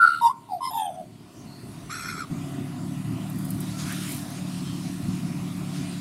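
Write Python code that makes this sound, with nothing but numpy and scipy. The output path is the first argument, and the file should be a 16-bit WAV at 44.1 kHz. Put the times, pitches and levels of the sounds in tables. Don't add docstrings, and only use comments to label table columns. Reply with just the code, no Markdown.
import sys
import numpy as np
from scipy import signal
from scipy.fft import rfft, irfft, next_fast_len
from scipy.io import wavfile
from scipy.ndimage import uniform_filter1d, map_coordinates

SR = 44100
rng = np.random.default_rng(int(sys.argv[2]) if len(sys.argv) > 2 else 0)


def transcribe(u):
    v = np.clip(np.atleast_2d(u).T, -1, 1)
    q = np.round(v * 32767).astype(np.int16)
    wavfile.write(sys.argv[1], SR, q)


N = 264776
TIME = np.arange(N) / SR

# frequency in Hz, half width in Hz, relative strength in dB.
HIGH_THROAT = [(2110, 250, -9.5), (2930, 160, -6.5), (3780, 160, -8.5), (4430, 260, 2), (5850, 150, -22),
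               (7400, 92, -22), (8360, 250, -10), (10000, 560, -13), (11130, 320, -15.5), (13800, 490, -20)]
ROUND_THROAT = [(2017, 110, -17.5), (2940, 130, -15), (3600, 72, 1.5), (4960, 160, -8.5), (5610, 200, -16),
                (7400, 470, -24), (8570, 190, -13), (9580, 300, -12), (11300, 380, -16),
                (14500, 600, -28.5)]
SOFT_THROAT = [(2480, 150, -4), (4700, 380, -3), (8900, 330, -4), (12300, 480, -4), (15100, 300, -9)]
OPEN_THROAT = [(2070, 48, -5), (3170, 140, -7.5), (3700, 110, -5), (4226, 112, -16), (5150, 140, 0),
               (7254, 84, -14.5), (8350, 410, -17), (9405, 130, -5.5), (10020, 250, -10),
               (11280, 220, -5.5), (15450, 130, -18)]
MID_THROAT = [(1767, 77, -6), (2720, 127, -12), (3260, 90, -2), (3600, 130, -2.5), (5120, 200, -11),
              (7200, 340, -11), (9360, 280, -7), (11500, 460, -2.5), (12700, 220, -7), (14020, 400, -14)]
LOW_THROAT = [(1710, 85, -5), (2640, 98, -8.5), (3290, 75, 0.5), (3560, 60, -1), (6240, 70, -4),
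              (8870, 170, 0.5), (10900, 130, -5), (13200, 153, -10)]
NOTE_THROATS = [HIGH_THROAT, HIGH_THROAT, ROUND_THROAT, ROUND_THROAT, SOFT_THROAT, OPEN_THROAT, MID_THROAT,
                MID_THROAT, LOW_THROAT, LOW_THROAT]
THROAT_GLIDES = [.3, -0.26, -.6, -.4, -.3, 0.083, 0.45, -.2, -.2, -.2]
# start, crest and end in seconds; pitch in Hz at those three times;
# the whistle's crest level, rise and fall in dB; the same three for the rasp
WARBLE_NOTES = [ (0, 0.042, .062, 1438, 1382, 1376, -12, 2.3, 3, -40, 11, 3, 134.3, 95.8, .15, 0.86, 1, 1, 0.73),
                (0.057, .074, .213, 1398, 1398, 1344, -18.5, 1, 22.4, -41, 3, 9.2, 68.5, 72.6, 0.91, 1, 1, 1, .8),
                (0.21, 0.263, .295, 959, 952, 953, -14.5, 14, 12, -37.5, 7.5, 10, 105.3, 108, 0.202, .19, 0.22, 1, 0.5),
                (0.293, 0.306, .332, 1020, 1043, 1066, -24.5, 2, 27, -49, 1, 19, 66.14, 75.8, 0.63, 0.77, .5, 1, .5),
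                (0.486, 0.537, 0.5958, 898, 764, 673, -27.5, 22.5, 16.5, -54, 10, 11, 100.5, 48, 0.93, 0.43, 0.53, 1, 0.51),
                (.604, 0.653, 0.7056, 1009, 1015, 1020, -27.5, 12, 9.8, -37, 23, 9.9, 91.5, 102, .94, .6, 0.045, -1, 0.36),
                (0.703, .718, .735, 786, 805, 826, -33, 12, 11, -41.5, 7.3, 2, 124.6, 167, 0.8, .75, 0.52, -1, .6),
                (.731, 0.776, .909, 896.5, 881, 728, -27, 6.4, 5.7, -40, 4.1, 13, 92.1, 78.6, 0.35, .5, .9, -1, 0.56),
                (0.903, 0.916, .964, 711, 690, 666, -38, 2, 9.3, -55, 1.05, 2.9, 71, 65.5, .6, 0.42, 0.55, -1, 0.28),
                (0.958, 0.995, 1.075, 718, 702, 626, -35, 10.8, 25, -60.5, 1.94, 19, 79.3, 63.95, 0.72, 0.77, 0.94, -1, 0.48)]


def warble():
    relax_s, sag_per_s = 0.769, 0.198
    phrase = np.zeros(N)
    for note, shape, glide in zip(WARBLE_NOTES, NOTE_THROATS, THROAT_GLIDES):
        times, pitches, strengths = note[:3], note[3:6], note[14:17]
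        crest_db, rise_db, fall_db, rasp_crest_db, rasp_rise_db, rasp_fall_db = note[6:12]
        start_beat_hz, end_beat_hz = note[12:14]
        side, air_share = note[17:]
        start, crest, end = times

        def throat(x, t):
            blend = np.pi / 2 * ramp(relax_s, 0.065, t)
            sag = 1 - sag_per_s * np.maximum(t - relax_s, 0)
            tense, low = [resonate(x, rows, scale, wander=0.0094, flicker_db=3, leak_db=-37, steep=1.18)
                          for rows, scale in ((shape, 1 + glide * (t - crest)), (LOW_THROAT, sag))]
            return np.cos(blend) * tense + np.sin(blend) * low

        t = span(start, end)
        rise_left = (1 - ramp(start, crest - start, t)) ** 1.7
        fallen = ramp(crest, end - crest, t)
        unsettled = (1 - ramp(start, end - start, t)) ** 1.5
        phrase += syrinx(
            t, np.interp(t, times, pitches), throat,
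            beat_hz=end_beat_hz + (start_beat_hz - end_beat_hz) * unsettled,
            second_voice=np.interp(t, times, strengths), side=side,
            whistle_db=crest_db - rise_db * rise_left - fall_db * fallen ** 1.63,
            rasp_db=rasp_crest_db - rasp_rise_db * rise_left - rasp_fall_db * fallen ** 2.2,
            multiples=np.arange(2, 20), air_share=air_share,
            jitter=0.013, slip=0.91, smear=0.05, pinch=0.75, rasp_flutter=0.18)
    return phrase


# frequency in Hz, half width in Hz, relative strength in dB.
OPEN_BEAK = [(1400, 250, 5), (1770, 68, 0), (2110, 140, 3), (2410, 125, 5), (3360, 160, -5), (4120, 149, 0),
             (4400, 100, -2), (5440, 270, 2.5), (6250, 360, -7), (7920, 300, 0), (10100, 400, -13),
             (11240, 400, -5.5)]
# time in seconds, pitch in Hz.
SQUAWK_PITCH = [(1.894, 1131), (1.91, 1278), (1.95, 1400), (2.05, 1364), (2.105, 1405), (2.16, 1330),
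                (2.2, 1400), (2.252, 1129)]
# middle and half length in seconds, dB added to the whistle and to the rasp.
SQUAWK_PUSHES = [(1.925, .025, 2.5, 1), (2.1, .018, 4.5, 2.5), (2.16, .03, 0, -5), (2.207, .018, 5, -1.5)]


def squawk():
    t = span(1.894, 2.252)

    def swell(attack_s, release_s):
        return ramp(t[0], attack_s, t) * (1 - ramp(t[-1] - release_s, release_s, t))

    def beak(x, t):
        follow_pitch = (pitch / np.median(pitch)) ** 0.3
        return resonate(x, OPEN_BEAK, follow_pitch, wander=0.021, flicker_db=1, leak_db=-23, steep=1.7)

    pitch = over_time(SQUAWK_PITCH, t)
    whistle_db = -40 + swell(0.5, 0.5)
    rasp_db = -51.5 + 13 * swell(0.014, 0.045)
    for middle, half_s, more_whistle_db, more_rasp_db in SQUAWK_PUSHES:
        whistle_db += more_whistle_db * bump(middle, half_s, t)
        rasp_db += more_rasp_db * bump(middle, half_s, t)
    force = swell(0.0292, 0.0292)
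    return syrinx(t, pitch, beak, beat_hz=74, second_voice=0.95 * np.sqrt(force), side=1,
                  whistle_db=whistle_db, rasp_db=rasp_db, multiples=np.arange(3, 38) / 4, air_share=0.35,
                  jitter=0.04, slip=1.3, smear=0.3, pinch=0.7, rasp_flutter=0.12)


def syrinx(t, pitch, throat, beat_hz, second_voice, side, whistle_db, rasp_db, multiples, air_share,
           jitter, slip, smear, pinch, rasp_flutter):
    first, size = round(t[0] * SR), len(t)
    depth = second_voice * amp(1.18 * wobble(70, size))
    beat = side * 2 * np.pi * np.cumsum(beat_hz * (1 + 0.08 * wobble(50, size))) / SR
    pair = (1 - depth * np.exp(1j * beat)) / np.sqrt(1 + depth ** 2)
    pulses = unit(np.abs(pair) ** (1 + pinch * depth ** 2)) * amp(1.76 * wobble(112.1, size))
    hz = pitch * (1 + jitter * wobble(450, size)) - side * beat_hz * depth / (1 + depth)
    phase = 2 * np.pi * np.cumsum(hz) / SR + slip * depth * wobble(80.1, size)
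    cycle = np.unwrap(np.angle(pair * np.exp(1j * phase)))
    whistle = np.sqrt(2) * pulses * np.sin(cycle)
    overtones = unit(sum(np.cos(k * cycle + smear * k * wobble(260, size)) * amp(3 * wobble(50, size))
                         for k in multiples))
    air = unit(rng.standard_normal(size) * (1 + 0.5 * np.cos(cycle)))
    buzz = np.sqrt(1 - air_share) * overtones + np.sqrt(air_share) * air
    rasp = throat(buzz, t) * unit(pulses ** rasp_flutter)
    fade = np.clip(np.minimum(t - t[0], t[-1] - t) / 0.004, 0, 1)
    voice = fade * (amp(whistle_db) * whistle + amp(rasp_db) * rasp)
    return np.pad(voice, (first, N - first - size))


def resonate(x, resonances, scale, wander, flicker_db, leak_db, steep):
    hz, seconds, spectrum = signal.stft(x, SR, nperseg=512, noverlap=448)
    hz = hz[:, None]
    frames = np.minimum(np.round(seconds * SR).astype(int), len(x) - 1)
    drift = lambda: wobble(45.8, len(x))[frames]
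    gain = amp(leak_db) * (hz > 900) / (1 + (hz / 13000) ** 6)
    for ring_hz, width, db in resonances:
        centre = ring_hz * scale[frames] * (1 + wander * drift())
        gain = gain + amp(db + flicker_db * drift()) / (1 + ((hz - centre) / width) ** 2) ** steep
    return unit(signal.istft(spectrum * gain, SR, nperseg=512, noverlap=448)[1][:len(x)])


# frequency in Hz, relative level in dB.
FEATHER_COLOUR = [(500, -45), (900, 0), (1400, 6), (2400, 6), (5000, 7), (7000, 3.5), (10000, 2.5),
                  (12500, -15), (15600, -33.5)]
LEAF_COLOUR = [(2000, -36), (5000, -8.5), (9000, 13.5), (13000, 10.5), (15800, -0.5)]
# peak time in seconds, seconds to rise 20 dB,
# seconds to fall 20 dB, feather level in dB, leaf level in dB.
FLURRIES = [(3.51, 0.36, 0.44, -61, -49), (3.62, 0.073, 0.32, -47.5, -58),
            (3.925, 0.37, 0.55, -37.5, -48.5), (4.12, 0.21, 0.23, -42, -41.5), (4.32, 0.16, 0.24, -44, -69),
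            (4.56, 0.49, 2.4, -46.5, -58), (5.765, 0.141, 0.55, -42, -70)]
# start in seconds, level in dB, seconds to fade 60 dB,
# frequency in Hz below which the snap is weakened.
LEAF_SNAPS = [(3.2988, -32, 0.02, 10000), (3.357, -38, .012, 9000), (3.3854, -38.5, .04, 8000),
              (3.449, -38, .06, 9000), (3.5047, -30, .034, 7500), (3.603, -35.5, 0.076, 8000),
              (3.922, -33, .05, 7000), (4.09, -30, 0.023, 7000), (4.119, -32, .04, 6000),
              (4.146, -29.5, .025, 9000), (4.303, -35, .018, 11000)]


def scramble():
    def crackle(size):
        return coloured(rng.standard_normal(size) * amp(3.2 * wobble(1500, size)), LEAF_COLOUR)

    wing_gain, leaf_gain = np.zeros(N), np.zeros(N)
    for peak, rise, fall, feathers_db, leaves_db in FLURRIES:
        shape_db = -20 * np.maximum((peak - TIME) / rise, (TIME - peak) / fall)
        wing_gain = np.hypot(wing_gain, amp(feathers_db + shape_db))
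        leaf_gain = np.hypot(leaf_gain, amp(leaves_db + shape_db))
    swish = wing_gain * amp(1.6 * wobble(25)) * rush(FEATHER_COLOUR, patchy_db=3)
    leaves = leaf_gain * amp(1.3 * wobble(90)) * crackle(N)
    age = TIME[:SR // 10]
    attack = 1 - np.exp(-age / 0.00077)
    for start, db, fade_s, low_hz in LEAF_SNAPS:
        snap = unit(filtered(crackle(len(age)), lambda hz: hz ** 4 / (hz ** 4 + low_hz ** 4)))
        leaves[round(start * SR):][:len(age)] += attack * amp(db - 60 * age / fade_s) * snap
    return swish + leaves


LOUDER_S = 2.302
# time in seconds, working cycles per second.
ENGINE_SPEED = [(1, 35.5), (2.3, 34.6), (2.5, 35), (2.8, 36), (3.1, 37.5), (3.45, 37.8), (3.9, 37.1),
                (4.3, 36.4), (4.66, 36), (5.3, 35.9), (6, 36)]
# multiple of the engine speed, relative level in dB before and after the
# step up, dB added (after it) for each cycle per second above cruising speed.
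EXHAUST_TONES = [(3, -16.5, -14.5, 2.5), (4, -15.5, -7.5, 0.64), (5, -34, -3, -1.27), (7, -16.5, -15.5, 3),
                 (8, -14.5, -12, -1)]
# middle and half length in seconds, drop in dB.
BOOM_DIPS = [(2.55, .45, 6), (4.23, .14, 14)]
# frequency in Hz, relative level in dB.
RUMBLE_BEFORE = [(12, -75.5), (20, -45), (48, -8.5), (75, -14.5), (104, -1.5), (182, 0), (286, -3.5),
                 (392, -7), (492, -26), (600, -30), (780, -63), (1320, -120)]
RUMBLE_AFTER = [(15, -60), (25, -25), (54, -23.5), (112, -7), (162, -2.5), (226, -6), (265, -3),
                (286, -6.5), (370, -13.5), (435, -38), (480, -71), (620, -72.5), (1060, -120)]


def engine():
    cruise_hz, boom_multiple = 36.02, 5
    speed, after = over_time(ENGINE_SPEED), step_up()
    pull = after * (speed - cruise_hz)
    surge_db = 4.2 * after * np.exp(-np.abs(TIME - LOUDER_S) / 0.22)
    level_db = background_db(before_db=-39, after_db=-32) + 0.5 * pull + surge_db
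    dip_db = sum(db * bump(middle, half_s) for middle, half_s, db in BOOM_DIPS)
    cycle = 2 * np.pi * np.cumsum(speed) / SR
    tones = np.zeros(N)
    for multiple, before_db, after_db, pull_db in EXHAUST_TONES:
        db = before_db + (after_db - before_db) * after + pull_db * pull
        gain = amp(db - dip_db * (multiple == boom_multiple) + 1.2 * wobble(6.4))
        phase = multiple * cycle + 0.34 * wobble(11) + rng.uniform(0, 2 * np.pi)
        tones += gain * np.sqrt(2) * np.sin(phase)
    rumble = after * amp(-4) * rush(RUMBLE_AFTER, patchy_db=3)
    rumble += (1 - after) * amp(-3) * rush(RUMBLE_BEFORE, patchy_db=2)
    return amp(level_db) * (tones + rumble * (1 + 0.24 * np.cos(cycle)))


def thump():
    age = np.maximum(TIME - LOUDER_S, 0)
    return -amp(-35 - 60 * age / 0.057) * np.sin(2 * np.pi * 45 * age)


# start and length in seconds, first and last pitch in Hz, level in dB,
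# waver as a share of the pitch.
CHIRPS = [(1.321, 0.15, 5850, 6230, -57.5, 0.082), (1.437, 0.234, 4310, 4430, -54.5, 0.037),
          (3.706, 0.08, 1362, 1364, -50.5, 0.028), (3.947, 0.068, 1354, 1368, -48.5, 0.0325),
          (4.617, 0.14, 3158, 3190, -50, 0.0118)]


def small_birds():
    song = np.zeros(N)
    for start, length, start_hz, end_hz, db, waver in CHIRPS:
        progress = ramp(start, length)
        pitch = (start_hz + progress * (end_hz - start_hz)) * (1 + waver * wobble(500))
        song += amp(db) * np.sin(np.pi * progress) * np.sin(2 * np.pi * np.cumsum(pitch) / SR)
    return song


# frequency in Hz, relative level in dB.
TRAFFIC_COLOUR = [(260, -36), (450, -16.5), (705, -1.5), (840, -12), (1000, -7), (1450, -11), (1600, -18.5),
                  (2000, -14), (2600, -59), (4400, -120)]
HISS_COLOUR = [(1180, -16), (2000, -0.5), (2380, 3.5), (2920, 1.5), (3240, -1.5), (3650, 1), (4120, -2),
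               (4560, 0.5), (5660, -4.5), (9890, -2), (15600, -15)]


def traffic_and_hiss():
    seconds_after = np.maximum(TIME - LOUDER_S, 0)
    traffic_db = background_db(before_db=-52.5, after_db=-49) + 0.22 * seconds_after
    hiss_db = background_db(before_db=-53.5, after_db=-50.5) + 0.45 * seconds_after
    traffic = amp(traffic_db) * rush(TRAFFIC_COLOUR, patchy_db=2)
    return traffic + amp(hiss_db) * rush(HISS_COLOUR, patchy_db=2.7)


# frequency in Hz, seconds to fade 60 dB.
ECHO_FADES = [(200, 0.22), (1000, 0.55), (4000, 0.11), (12000, 0.056)]


def wall_echo(x):
    hz, t, noise = signal.stft(rng.standard_normal(SR // 2), SR, nperseg=256)
    decay = amp(-60 * t / over_frequency(ECHO_FADES, hz)[:, None])
    tail = signal.istft(noise * decay, SR, nperseg=256)[1]
    delayed = np.pad(x, (int(0.0095 * SR), 0))
    return signal.fftconvolve(delayed, tail / np.linalg.norm(tail))[:N]


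def background_db(before_db, after_db):
    hush_db = 9 * (1 - ramp(0.97, 0.73))
    return before_db - hush_db + (after_db - before_db) * step_up()


def step_up():
    return ramp(LOUDER_S - 0.01, 0.02)


def rush(colour, patchy_db):
    spectrum = signal.stft(rng.standard_normal(N), nperseg=512)[2]
    patches = uniform_filter1d(rng.standard_normal(spectrum.shape), size=6, axis=0)
    patches = unit(uniform_filter1d(patches, size=16, axis=1))
    return coloured(signal.istft(spectrum * amp(patchy_db * patches), nperseg=512)[1][:N], colour)


def coloured(x, colour):
    return unit(filtered(x, lambda hz: amp(over_frequency(colour, hz))))


def filtered(x, response):
    size = next_fast_len(len(x) + 8192)
    return irfft(rfft(x, size) * response(np.fft.rfftfreq(size, 1 / SR)), size)[:len(x)]


def wobble(rate, size=N):
    knots = rng.standard_normal(int(size * rate / SR) + 4)
    return map_coordinates(knots, [np.arange(size) * rate / SR])


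def over_frequency(points, hz):
    point_hz, values = np.transpose(points)
    return np.interp(np.log(hz + 1), np.log(point_hz + 1), values)


def over_time(points, t=TIME):
    return np.interp(t, *np.transpose(points))


def ramp(start, length, t=TIME):
    return np.clip((t - start) / length, 0, 1)


def bump(middle, half_s, t=TIME):
    return np.exp(-((t - middle) / half_s) ** 2)


def span(start, end):
    return TIME[int(start * SR):int(end * SR)]


def amp(db):
    return 10 ** (np.asarray(db) / 20)


def unit(x):
    return x / np.sqrt(np.mean(x ** 2) + 1e-20)


def scene():
    magpies, distant = warble() + squawk(), small_birds()
    echo = wall_echo(amp(-25) * magpies + distant)
    return (magpies + distant + echo + scramble() + engine() + thump() + traffic_and_hiss())[None]


def record(dry):
    return filtered(dry[0], lambda hz: hz < 15780)[None]


dry = scene()
out = record(dry)
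transcribe(out)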